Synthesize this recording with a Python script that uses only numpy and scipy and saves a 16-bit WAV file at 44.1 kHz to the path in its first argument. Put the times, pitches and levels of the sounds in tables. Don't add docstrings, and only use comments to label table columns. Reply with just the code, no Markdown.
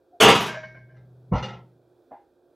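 import sys
import numpy as np
from scipy import signal
from scipy.fft import rfft, irfft
from scipy.io import wavfile
from scipy.ndimage import uniform_filter1d

SR = 44100
rng = np.random.default_rng(int(sys.argv[2]) if len(sys.argv) > 2 else 0)


def master_out(mix):
    frames = np.transpose(np.atleast_2d(mix))
    ceiling = np.clip(frames, -1, 1)
    pcm = np.round(ceiling * 32767).astype(np.int16)
    wavfile.write(sys.argv[1], SR, pcm)


N = 112454
TOP_HZ = 15800
# (frequency [Hz], level [dB])
AIR_COLOUR = [(18, -61.5), (30, -29.5), (219, -25), (256, -8.5), (341, -3.5), (673, -12), (1080, -27),
              (1470, -25), (2180, -44.5), (2360, -34.5), (2910, -44.5), (3320, -34), (6720, -45),
              (15500, -45)]


def tray_crash():
    # (time [s], level [dB], brightness [Hz], chatter decay [s])
    blows = [(.2008, -3.5, 7000, .0015), (.2058, 0, 14000, .003), (.2188, -1, 15000, .006),
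             (.229, -3, 17000, .005), (.251, 1, 1500, .006), (.265, 1.5, 1200, .005),
             (.2816, 0, 7000, .005), (.295, -3.5, 7000, .008), (.347, -12, 12000, .004),
             (.361, -19, 12000, .003), (.402, -13.5, 14000, .008), (.422, -23, 17000, .008),
             (.458, -20, 15000, .012)]
    # (frequency [Hz], level [dB])
    colour = [(24, -60), (40, -39.5), (133, -13), (167, -10.5), (215, -5), (249, -16), (283, -8.5),
              (372, -10.5), (412, -0.5), (570, -15.5), (715, -9.5), (1090, -15.5), (1180, -11.5),
              (1410, -16), (1900, -16.5), (3140, -13.5), (4460, -24.5), (14500, -31.5), (16000, -49.5)]
    # (frequency [Hz], t60 [s])
    decay = [(60, 0.42), (150, .47), (300, 0.24), (600, 0.29), (1000, 0.43), (3000, 0.34), (6300, 0.38),
             (8000, .21), (15000, 0.15)]
    # (frequency [Hz], level [dB], t60 [s])
    modes = [(144, -5, .4), (216.4, -0.5, .2), (281, 0.5, 0.29), (417, 1, 0.14), (729, -4, .25),
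             (788, -5, .3), (953, -2, 0.58), (1034, -3, .4), (1250, -7, .3), (1339, -1.5, .3),
             (1410, -1, .42), (2504, -3, 0.49), (2850, -3, 0.38), (3400, 1, 0.27)]
    case = amp(-10.5) * wash(colour, decay)
    crack = amp(-12) * wash(colour, [(1000, .03)])
    return strike(blows, case + crack) + strike(blows, amp(-27.5) * ring(modes), chatter=.45)


def tray_rocking():
    # (time [s], level [dB], brightness [Hz], chatter decay [s])
    rocks = [(.47, 1, 4000, 0.054), (.54, -0.5, 3020, 0.017), (.565, -3.5, 4070, 0.0067),
             (.632, -7, 6000, 0.0059), (.745, -11.5, 1400, 0.023), (.888, -26, 3000, 0.04),
             (.94, -29, 3000, 0.033)]
    # (frequency [Hz], level [dB], t60 [s])
    modes = [(641, -8, 0.22), (628, -4, 0.36), (1060, -8, 0.1), (1575, -6, 0.31), (1587, -4, 0.34),
             (1696, -9, .25), (2100, -11, .25), (2205, -12.5, 0.53), (2370, -15.5, 0.23),
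             (3000, -14.5, 0.11)]
    # (frequency [Hz], level [dB])
    colour = [(88, -31), (150, -8), (394, -26), (627, -22), (691, -9.5), (1210, -23.5), (1620, -20),
              (1870, -5), (2270, -24), (5960, -20.5), (7000, -57.5), (9100, -82.5), (15400, -120)]
    rattle = amp(-47) * wash(colour, [(1000, .4)])
    return strike(rocks, amp(-30.5) * ring(modes) + rattle, chatter=.92)


def feet_thud():
    # (time [s], level [dB], brightness [Hz], chatter decay [s])
    blows = [(1.3145, -13, 500, .002), (1.3195, 0, 600, 0.0028), (1.3245, -2.5, 170, .002),
             (1.337, 1, 1300, 0.0048), (1.358, -10, 400, 0.0013), (1.386, -19, 500, .004)]
    # (frequency [Hz], level [dB])
    colour = [(21, -31), (35, -5.5), (173, -6), (323, -19.5), (510, 2), (839, -7), (950, 0), (1320, -8.5),
              (1530, -25), (2130, -13.5), (2470, -28.5), (2800, -36), (5000, -46), (6500, -88),
              (11000, -120)]
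    # (frequency [Hz], t60 [s])
    decay = [(60, .2), (150, 0.71), (400, 0.17), (1000, 0.21), (5000, 0.37)]
    # (frequency [Hz], level [dB], t60 [s])
    modes = [(64.3, -5, .2), (112, 5, 0.064), (152, 9, 0.035), (185, -5, 0.086), (269, -6.5, 0.058),
             (509, -19.5, 0.34)]
    thud = strike(blows, amp(-21) * wash(colour, decay))
    return thud + strike(blows, amp(-16.5) * ring(modes), chatter=0)


def rack_jiggle():
    # (time [s], level [dB], brightness [Hz], chatter decay [s])
    blows = [(.965, -28.5, 3900, 0.0052), (1.333, -3, 1760, 0.012), (1.354, 2.5, 2500, .01),
             (1.379, 0.5, 3040, 0.0049), (1.426, 1.5, 12000, 0.0043), (1.439, -3, 10100, 0.0026),
             (1.483, -2.5, 2500, 0.0088), (1.53, -8.5, 2000, .008), (1.57, -29, 3000, 0.003)]
    # (frequency [Hz], level [dB])
    colour = [(150, -33), (250, -42), (346, -5.5), (609, -4.5), (975, 0.5), (1160, -14.5), (1350, 5),
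              (1530, -19), (1960, -0.5), (2230, -13.5), (2790, -9.5), (6080, -18.5), (12000, -61.5),
              (15600, -103), (22000, -120)]
    # (frequency [Hz], t60 [s])
    decay = [(300, 0.35), (2000, 0.27), (8000, 0.2)]
    # (frequency [Hz], level [dB], t60 [s])
    modes = [(526.2, 0, 0.23), (790, -2.5, 0.18), (918, -5, 0.27), (1305, -1, .24), (1374, -6, 0.31),
             (1990, -18, 0.42), (2096, -7.5, 0.31), (2840, 1.5, 0.11), (3300, -23, 0.17), (5920, -6, 0.078)]
    return strike(blows, amp(-34.5) * wash(colour, decay) + amp(-39) * ring(modes))


def panel_drone(pitch_hz=123.6, waver_db=.9):
    # (time [s], level [dB])
    levels = [(.25, -48), (.5, -47.5), (.8, -49.5), (.9, -55), (1.0, -48), (1.15, -54), (1.3, -50.5),
              (1.37, -33.5), (1.55, -44.5), (1.7, -59.5), (1.9, -69), (2.1, -86)]
    # (frequency [Hz], level [dB])
    rumble = [(45, -11.5), (70, -10.5), (100, -12.5), (135, 0.5), (165, -6), (200, -9.5), (280, -18.5),
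              (500, -31)]
    t = np.arange(N) / SR
    envelope = amp(np.interp(t, *np.array(levels).T, left=-np.inf, right=-np.inf))
    waver = amp(waver_db * walk(24))
    phase = 2 * np.pi * np.cumsum(pitch_hz * (1 + .012 * walk(34))) / SR
    return envelope * (waver * unit(np.sin(phase)) + amp(-7.5) * noise(rumble))


def hand_pat():
    # (time [s], level [dB], brightness [Hz], chatter decay [s])
    pats = [(2.106, -16.5, 1500, 0.0055), (2.114, -5, 2000, 0.0029), (2.128, -6, 1980, 0.0013),
            (2.148, -13.5, 1980, 0.0047)]
    # (frequency [Hz], level [dB])
    colour = [(59, -49.5), (100, -19.5), (195, -28.5), (275, 0.5), (374, -23), (658, -2), (896, -2.5),
              (1220, -29), (1380, -18), (1580, -24), (6000, -64), (7800, -91), (13200, -120)]
    # (frequency [Hz], t60 [s])
    decay = [(200, 0.083), (800, .2), (3000, 0.42)]
    # (frequency [Hz], level [dB], t60 [s])
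    modes = [(285, -8, 0.25), (690, 2.5, 0.1), (807, 4.5, 0.24), (997, -2, .1)]
    body = strike(pats, amp(-34.5) * wash(colour, decay))
    return body + strike(pats, amp(-42.5) * ring(modes), chatter=.45)


def hinge_squeak(peak_s=.15, width_s=.025, pitch_hz=701.8):
    t = np.arange(N) / SR
    swell = amp(-51) * np.exp(-((t - peak_s) / width_s) ** 2)
    return swell * unit(np.sin(2 * np.pi * pitch_hz * t + 1.1 * walk(120)))


def ventilation():
    # (frequency [Hz], level [dB])
    lines = [(355, -71.5), (532, -73), (1590, -92)]
    # (frequency [Hz], level [dB])
    rumble = [(25, -5), (60, -2), (110, 0), (170, -1.5), (220, -10)]
    t = np.arange(N) / SR
    hum = sum(amp(db + 2 * walk(1.2)) * unit(np.sin(2 * np.pi * hz * t + .7 * walk(8)))
              for hz, db in lines)
    air = amp(-63.5 + .93 * walk(10)) * noise(AIR_COLOUR)
    return air + amp(-80) * noise(rumble) + hum


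def strike(blows, body, chatter=.65):
    t = np.arange(SR // 8) / SR
    force = np.zeros(N + SR)
    for start_s, db, bright_hz, decay_s in blows:
        push = rng.standard_normal(len(t)) ** 3 * np.exp(-t / decay_s)
        push *= np.sqrt(chatter / np.sum(push ** 2))
        push[0] += np.sqrt(1 - chatter)
        softness = signal.butter(1, bright_hz, fs=SR, output="sos")
        i = int(start_s * SR)
        force[i:i + len(t)] += amp(db) * signal.sosfilt(softness, push)
    return signal.fftconvolve(force[:N], body)[:N]


def ring(modes):
    t = np.arange(SR) / SR
    out = 0
    for hz, db, t60 in modes:
        fade = np.exp(-np.log(1000) * t / t60) * (1 - np.exp(-2 * hz * t))
        out += amp(db) * np.sin(2 * np.pi * hz * t) * fade
    return out


def wash(colour, decay, attack_s=.0028):
    t = np.arange(SR) / SR
    hz = np.arange(SR // 2 + 1) + 1e-3
    white = rfft(rng.standard_normal(SR))
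    shape = amp(along_hz(colour, hz)) * (hz < TOP_HZ)
    shape /= np.linalg.norm(shape)
    out = 0
    for centre in 1000 * 2 ** (np.arange(-14, 13) / 3):
        weight = shape * np.maximum(1 - np.abs(3 * np.log2(hz / centre)), 0)
        fade = np.exp(-np.log(1000) * t / along_hz(decay, centre)) * (1 - np.exp(-t / attack_s))
        band = irfft(white * weight, SR) * fade
        out += band * np.linalg.norm(weight) * np.linalg.norm(fade) / np.linalg.norm(band)
    return out


def noise(colour):
    hz = np.arange(N // 2 + 1) * SR / N + 1e-3
    low_hz, high_hz = colour[0][0], 1.15 * colour[-1][0]
    edges = 1 / np.sqrt((1 + (low_hz / hz) ** 8) * (1 + (hz / high_hz) ** 12))
    white = rfft(rng.standard_normal(N))
    return unit(irfft(white * amp(along_hz(colour, hz)) * edges, N))


def walk(rate_hz):
    hold = int(SR / rate_hz)
    steps = np.repeat(rng.standard_normal(N // hold + 1), hold)
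    return unit(uniform_filter1d(uniform_filter1d(steps, hold), hold)[:N])


def along_hz(points, hz):
    freqs, values = np.array(points, float).T
    return np.interp(np.log(np.maximum(hz, 1)), np.log(freqs), values)


def amp(db):
    return 10 ** (np.asarray(db) / 20)


def unit(x):
    return x / (np.std(x) + 1e-12)


def scene():
    # (time [s], side gain [ratio])
    lean = [(1.4, -0.061), (2.0, -0.18), (2.4, -.16)]
    air = ventilation()
    mid = hinge_squeak() + tray_crash() + tray_rocking() + panel_drone()
    mid += feet_thud() + rack_jiggle() + hand_pat() + air
    width = amp(-50.5) * np.pad(mid, (int(.007 * SR), 0))[:N]
    wide_air = amp(-80.5) * noise(AIR_COLOUR)
    drift = air * np.interp(np.arange(N) / SR, *np.array(lean).T)
    side = width + wide_air + drift
    return np.array([mid + side, mid - side])


def record(dry, low_cut_hz=44, drive_db=.5, ceiling=.97):
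    low_cut = signal.butter(3, low_cut_hz, "high", fs=SR, output="sos")
    high_cut = signal.ellip(10, .2, 80, TOP_HZ, fs=SR, output="sos")
    driven = signal.sosfilt(low_cut, dry) * amp(drive_db)
    rounded = driven / (1 + (driven / ceiling) ** 8) ** (1 / 8)
    return signal.sosfilt(high_cut, rounded)


dry = scene()
out = record(dry)
master_out(out)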